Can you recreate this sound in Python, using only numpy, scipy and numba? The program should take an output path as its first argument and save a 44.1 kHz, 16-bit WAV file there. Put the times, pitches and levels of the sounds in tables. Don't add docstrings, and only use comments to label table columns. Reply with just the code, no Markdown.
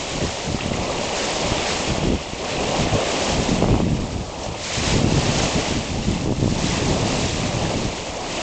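import sys
import numpy as np
from scipy import signal
from scipy.fft import rfft, irfft, next_fast_len
from scipy.io import wavfile
from scipy.ndimage import uniform_filter1d
from numba import njit

SR = 44100
rng = np.random.default_rng(int(sys.argv[2]) if len(sys.argv) > 2 else 0)


def wav_out(sig):
    wavfile.write(sys.argv[1], SR, np.round(np.clip(np.atleast_2d(sig).T, -1, 1) * 32767).astype(np.int16))


N = 371303
T = np.arange(N) / SR


def water(churn_db):
    # (frequency [Hz], gain [dB])
    water_spectrum = [(40, -9), (150, -7), (300, -3), (450, -2), (600, 0), (750, -1.5), (1000, -7),
                      (1200, -12), (1500, -22), (2200, -32.5), (5000, -34.5)]
    bubbles = grains(churn_db / 2, 169.5, 1920, cycles=3.05, spread_db=3, glide=0.22, count=15000)
    roar = rng.standard_normal(N)
    churn = unit(colour(bubbles, water_spectrum) + colour(roar, water_spectrum))
    pockets = grains(churn_db / 2, 330, 620, cycles=4.9, spread_db=2.5, glide=0.079, count=3000)
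    gurgle = colour(pockets, water_spectrum) * undb(-7 + .8 * (churn_db - churn_db.max()))
    return (churn + gurgle) * undb(churn_db + 2.5 + .5 * walk(14))


def shingle(gravel_db, pebble_db):
    # (frequency [Hz], gain [dB])
    gravel_spectrum = [(900, -26.5), (1800, -7.5), (3000, -3), (4000, -1.5), (5000, -1.5), (6000, -2),
                       (7200, -1), (8000, -9.5), (9000, -16.5)]
    pebble_spectrum = [(600, -17), (1100, -0.5), (1500, -3), (2000, 0.5), (2500, -3.5), (3500, -6),
                       (5000, -8.5), (8000, -24)]
    ticks = grains(gravel_db / 2, 1546, 8980, cycles=2.05, spread_db=3, glide=0, count=70000)
    clatter = grains(pebble_db / 2, 807, 5920, cycles=2.25, spread_db=2.5, glide=0, count=50000)
    hiss = colour(rng.standard_normal(N), gravel_spectrum)
    crowd = unit(colour(ticks, gravel_spectrum) + undb(-1.5) * hiss)
    nearest = grains(gravel_db, 1800, 8400, cycles=16, spread_db=3.5, glide=0, count=350)
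    fine = (crowd + undb(-20) * nearest) * undb(gravel_db + 1.06 + 0.78 * walk(45))
    coarse = colour(clatter, pebble_spectrum) * undb(pebble_db + 3.5 + 0.44 * walk(25))
    return fine + coarse


def slides():
    # (start [s], duration [s], added level [dB])
    slips = [(1.17, .08, 2), (1.69, .05, 2), (2.48, .04, 3), (2.787, .04, 1.5), (4.62, .06, 2.5),
             (4.89, .04, 1.5), (5.379, .05, 2), (6.6, .32, 1), (8.29, .12, 2)]
    return sum(db * swell(start, length, attack_s=.02, release_s=.02) for start, length, db in slips)


def knocks():
    # (time [s], relative level [dB], frequency [Hz])
    impacts = [(0.609, -14, 2650), (.737, -20, 2060), (1.164, -18, 2720), (1.582, -15, 3530),
               (2.569, -19, 2630), (4.436, -19, 5630), (5.113, -16, 2680), (7.082, -16, 7900)]
    start, db, hz = np.transpose(impacts).copy()
    crack = ring(start, hz, cycles=np.full(len(start), .8), size=undb(db - 4), glide=0.)
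    tone = ring(start, hz, cycles=np.full(len(start), 9.), size=undb(db - 5), glide=0.)
    return crack + tone


def foam(foam_db):
    # (frequency [Hz], gain [dB])
    foam_spectrum = [(1500, -23.5), (2200, -5.5), (2700, -1), (3200, -5), (4000, -11.5), (7000, -31)]
    fizz = grains(foam_db / 2, 1701, 4506, cycles=7.4, spread_db=1.5, glide=0.048, count=16000)
    return colour(fizz, foam_spectrum) * undb(foam_db - .3)


def wind(gust_db, count=900):
    # (frequency [Hz], gain [dB])
    rumble_spectrum = [(10, -10), (25, -3), (60, -2.5), (110, 1), (160, 0.5), (220, -0.5), (320, -6.5),
                       (500, -17), (900, -36), (2000, -57)]
    jitter, width, strength = rng.random((count, 3)).T
    times = (np.arange(count) + 2 * jitter) / count * N / SR
    local_db = np.interp(times, T, gust_db)
    hz = np.clip(115 * undb(0.38 * (local_db + 21)) * 2 ** (1.3 * (width - .5)), 40, 300)
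    vortices = eddies(times, undb(local_db + 5 + 7.4 * (strength - .5)), hz)
    rumble = colour(rng.standard_normal(N), rumble_spectrum) * undb(gust_db - 3 + 1.6 * walk(30))
    passband = signal.butter(2, [17, 1700], "band", fs=SR, output="sos")
    return signal.sosfilt(passband, rumble + vortices + buffets())


def buffets(count=8, gap_s=.016, scatter_db=3):
    # (start [s], duration [s], peak level [dB], centre frequency [Hz])
    eddy_trains = [(.547, .005, -8, 149), (0.661, .005, -9, 148), (0.718, .005, -6, 190),
                   (1.521, .005, -6, 150), (1.984, .005, -7.5, 200), (2.057, .1, -7.5, 160),
                   (2.335, .005, -13.5, 190), (2.873, .005, -9, 150), (3.399, .005, -8.5, 180),
                   (3.625, .025, 0, 290), (3.686, .005, -5.5, 380), (3.742, .025, -7.5, 354),
                   (3.803, .005, -5.5, 318), (6.26, .055, -8.5, 169), (6.324, .005, -7.5, 248),
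                   (6.428, .055, -4.5, 169), (6.827, .005, -8.5, 160)]
    pressure = np.zeros(N)
    for start, length, db, hz in eddy_trains:
        jitter, weaker, width = rng.uniform(-1.035, 1, (3, count)) * (np.arange(count) > 0)
        delay = gap_s * (np.arange(count) + 0.312 * jitter)
        size = undb(db - scatter_db * np.abs(weaker)) * (delay < length)
        pressure += eddies(start + delay, size, hz * 2 ** (0.26 * width))
    return pressure


def eddies(times, size, hz):
    samples = (times * SR).astype(int)[:, None] + np.arange(-700, 701)
    radius_sq = (2 * np.pi * hz[:, None] * (samples / SR - times[:, None])) ** 2
    dips = size[:, None] * (radius_sq - 1) / (1 + radius_sq) ** 2 * np.hanning(samples.shape[1])
    return np.bincount(np.clip(samples, 0, N + 1).ravel(), dips.ravel(), N + 2)[1:N + 1]


def gusts(breeze_db=-38.5, flutter_db=1.5):
    # (start [s], duration [s], level [dB])
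    puffs = [(0.15, .03, -24.5), (.23, 0.037, -19.5), (.48, .08, -26), (0.633, 0.21, -28),
             (0.927, 0.15, -34), (1.428, 0.16, -28), (1.9, 0.019, -21.5), (2.026, 0.13, -19.5),
             (2.536, 0.16, -28), (2.788, 0.074, -19.5), (2.933, 0.028, -19.5), (3.292, 0.13, -23),
             (3.496, .33, -18.5), (3.844, .2, -21.5), (4.108, .11, -25.5), (4.47, .05, -27.5),
             (4.779, .16, -23), (4.96, 0.224, -17.5), (5.218, 0.256, -23), (5.562, 0.038, -19.5),
             (5.713, 0.069, -17.5), (5.913, 0.1, -24.5), (6.086, 0.067, -19), (6.208, 0.14, -20.5),
             (6.39, 0.39, -24), (6.82, 0.15, -22), (7.003, 0.88, -24)]
    power = sum((undb(db) * swell(start, length, attack_s=.019, release_s=.02)) ** 2
                for start, length, db in puffs)
    return 10 * np.log10(undb(breeze_db) ** 2 + power) + flutter_db * walk(24)


def grains(density_db, low_hz, high_hz, cycles, spread_db, glide, count):
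    when, pitch, strength, length, sign = rng.random((count, 5)).T
    density = undb(density_db)
    start = np.interp(when, np.cumsum(density) / density.sum(), T)
    hz = low_hz + (high_hz - low_hz) * pitch
    scatter = undb(spread_db * np.minimum(-np.log(1 - strength), 5))
    size = scatter * np.sqrt(hz / np.interp(start, T, density)) * np.sign(sign - .5)
    return unit(ring(start, hz, cycles * (.5 + length), size, float(glide)))


@njit
def ring(start, hz, cycles, size, glide):
    out = np.zeros(N)
    for k in range(len(start)):
        life = cycles[k] * SR / hz[k]
        steps = int(5 * life)
        pole = np.exp(2j * np.pi * hz[k] / SR - 1 / life)
        bend = np.exp(2j * np.pi * hz[k] / SR * glide / max(steps, 1))
        phasor = size[k] + 0j
        first = max(int(start[k] * SR), 0)
        for i in range(first, min(first + steps, N)):
            out[i] += phasor.imag
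            phasor *= pole
            pole *= bend
    return out


def colour(x, spectrum):
    hz, db = np.transpose(spectrum)
    size = next_fast_len(N)
    bin_hz = np.maximum(np.arange(size // 2 + 1) * SR / size, 1)
    gain = undb(np.interp(np.log(bin_hz), np.log(hz), db))
    return unit(irfft(rfft(x, size) * gain, size)[:N])


def walk(rate_hz):
    hold = max(int(SR / rate_hz), 2)
    held = rng.standard_normal(4096)[np.arange(N) // hold % 4096]
    return unit(uniform_filter1d(held, hold))


def swell(start, length, attack_s, release_s):
    outside = np.maximum(start - T, 0) / attack_s + np.maximum(T - start - length, 0) / release_s
    return np.exp(-np.minimum(outside, 20))


def curve(points):
    return np.interp(T, *np.transpose(points))


def undb(db):
    return 10 ** (np.asarray(db) / 20)


def unit(x):
    return x / np.sqrt(np.mean(x ** 2))


def scene():
    # (time [s], level [dB])
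    churn_levels = [(0.0, -32), (0.61, -33), (0.84, -29), (1.81, -28), (2.3, -35), (2.67, -26), (2.91, -29),
                    (2.95, -25), (3.8, -30), (3.82, -36), (4.74, -34), (4.9, -28), (5.04, -32), (5.44, -27),
                    (5.86, -34), (6.54, -37), (6.56, -32), (7.08, -28), (7.48, -33), (7.64, -29),
                    (8.04, -34), (8.42, -30)]
    # (time [s], level [dB])
    gravel_levels = [(0.0, -33), (0.42, -34), (0.7, -37), (1.29, -30), (1.85, -31), (2.23, -40),
                     (2.84, -31), (2.86, -34), (3.3, -28), (3.37, -32), (3.49, -31), (3.7, -40),
                     (4.38, -41), (4.43, -37), (4.53, -42), (4.76, -28), (4.97, -29), (5.07, -35),
                     (5.25, -29), (5.7, -31), (5.98, -37), (6.24, -36), (6.28, -41), (6.66, -31),
                     (6.99, -33), (7.11, -30), (8.18, -37), (8.42, -36)]
    fizz_levels = [(0.0, -36), (0.56, -39), (0.61, -33), (0.68, -37), (1.69, -31), (2.32, -39), (2.53, -34),
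                   (3.26, -32), (4.24, -45), (4.48, -44), (4.9, -30), (5.04, -38), (5.18, -33), (5.65, -33),
                   (5.93, -40), (6.21, -39), (6.26, -44), (6.47, -43), (6.68, -35), (7.72, -36),
                   (8.16, -41), (8.42, -34)]
    churn_db, gravel_db, foam_db = curve(churn_levels), curve(gravel_levels), curve(fizz_levels)
    usual_gravel_db, usual_pebble_db, usual_foam_db = -33.5, -39, -35
    pebble_db = usual_pebble_db + .6 * (gravel_db - usual_gravel_db) + .55 * (foam_db - usual_foam_db)
    slide_db = slides()
    stones = shingle(gravel_db + slide_db, pebble_db + 1.4 * slide_db)
    return (water(churn_db) + stones + foam(foam_db) + knocks() + wind(gusts()))[None]


def record(dry, cutoff_hz=8550):
    rounded = np.tanh(0.88 * dry) / 0.91
    low_pass = signal.firwin(161, cutoff_hz, window=("kaiser", 8), fs=SR)
    return signal.fftconvolve(rounded, low_pass[None], mode="same")


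dry = scene()
out = record(dry)
wav_out(out)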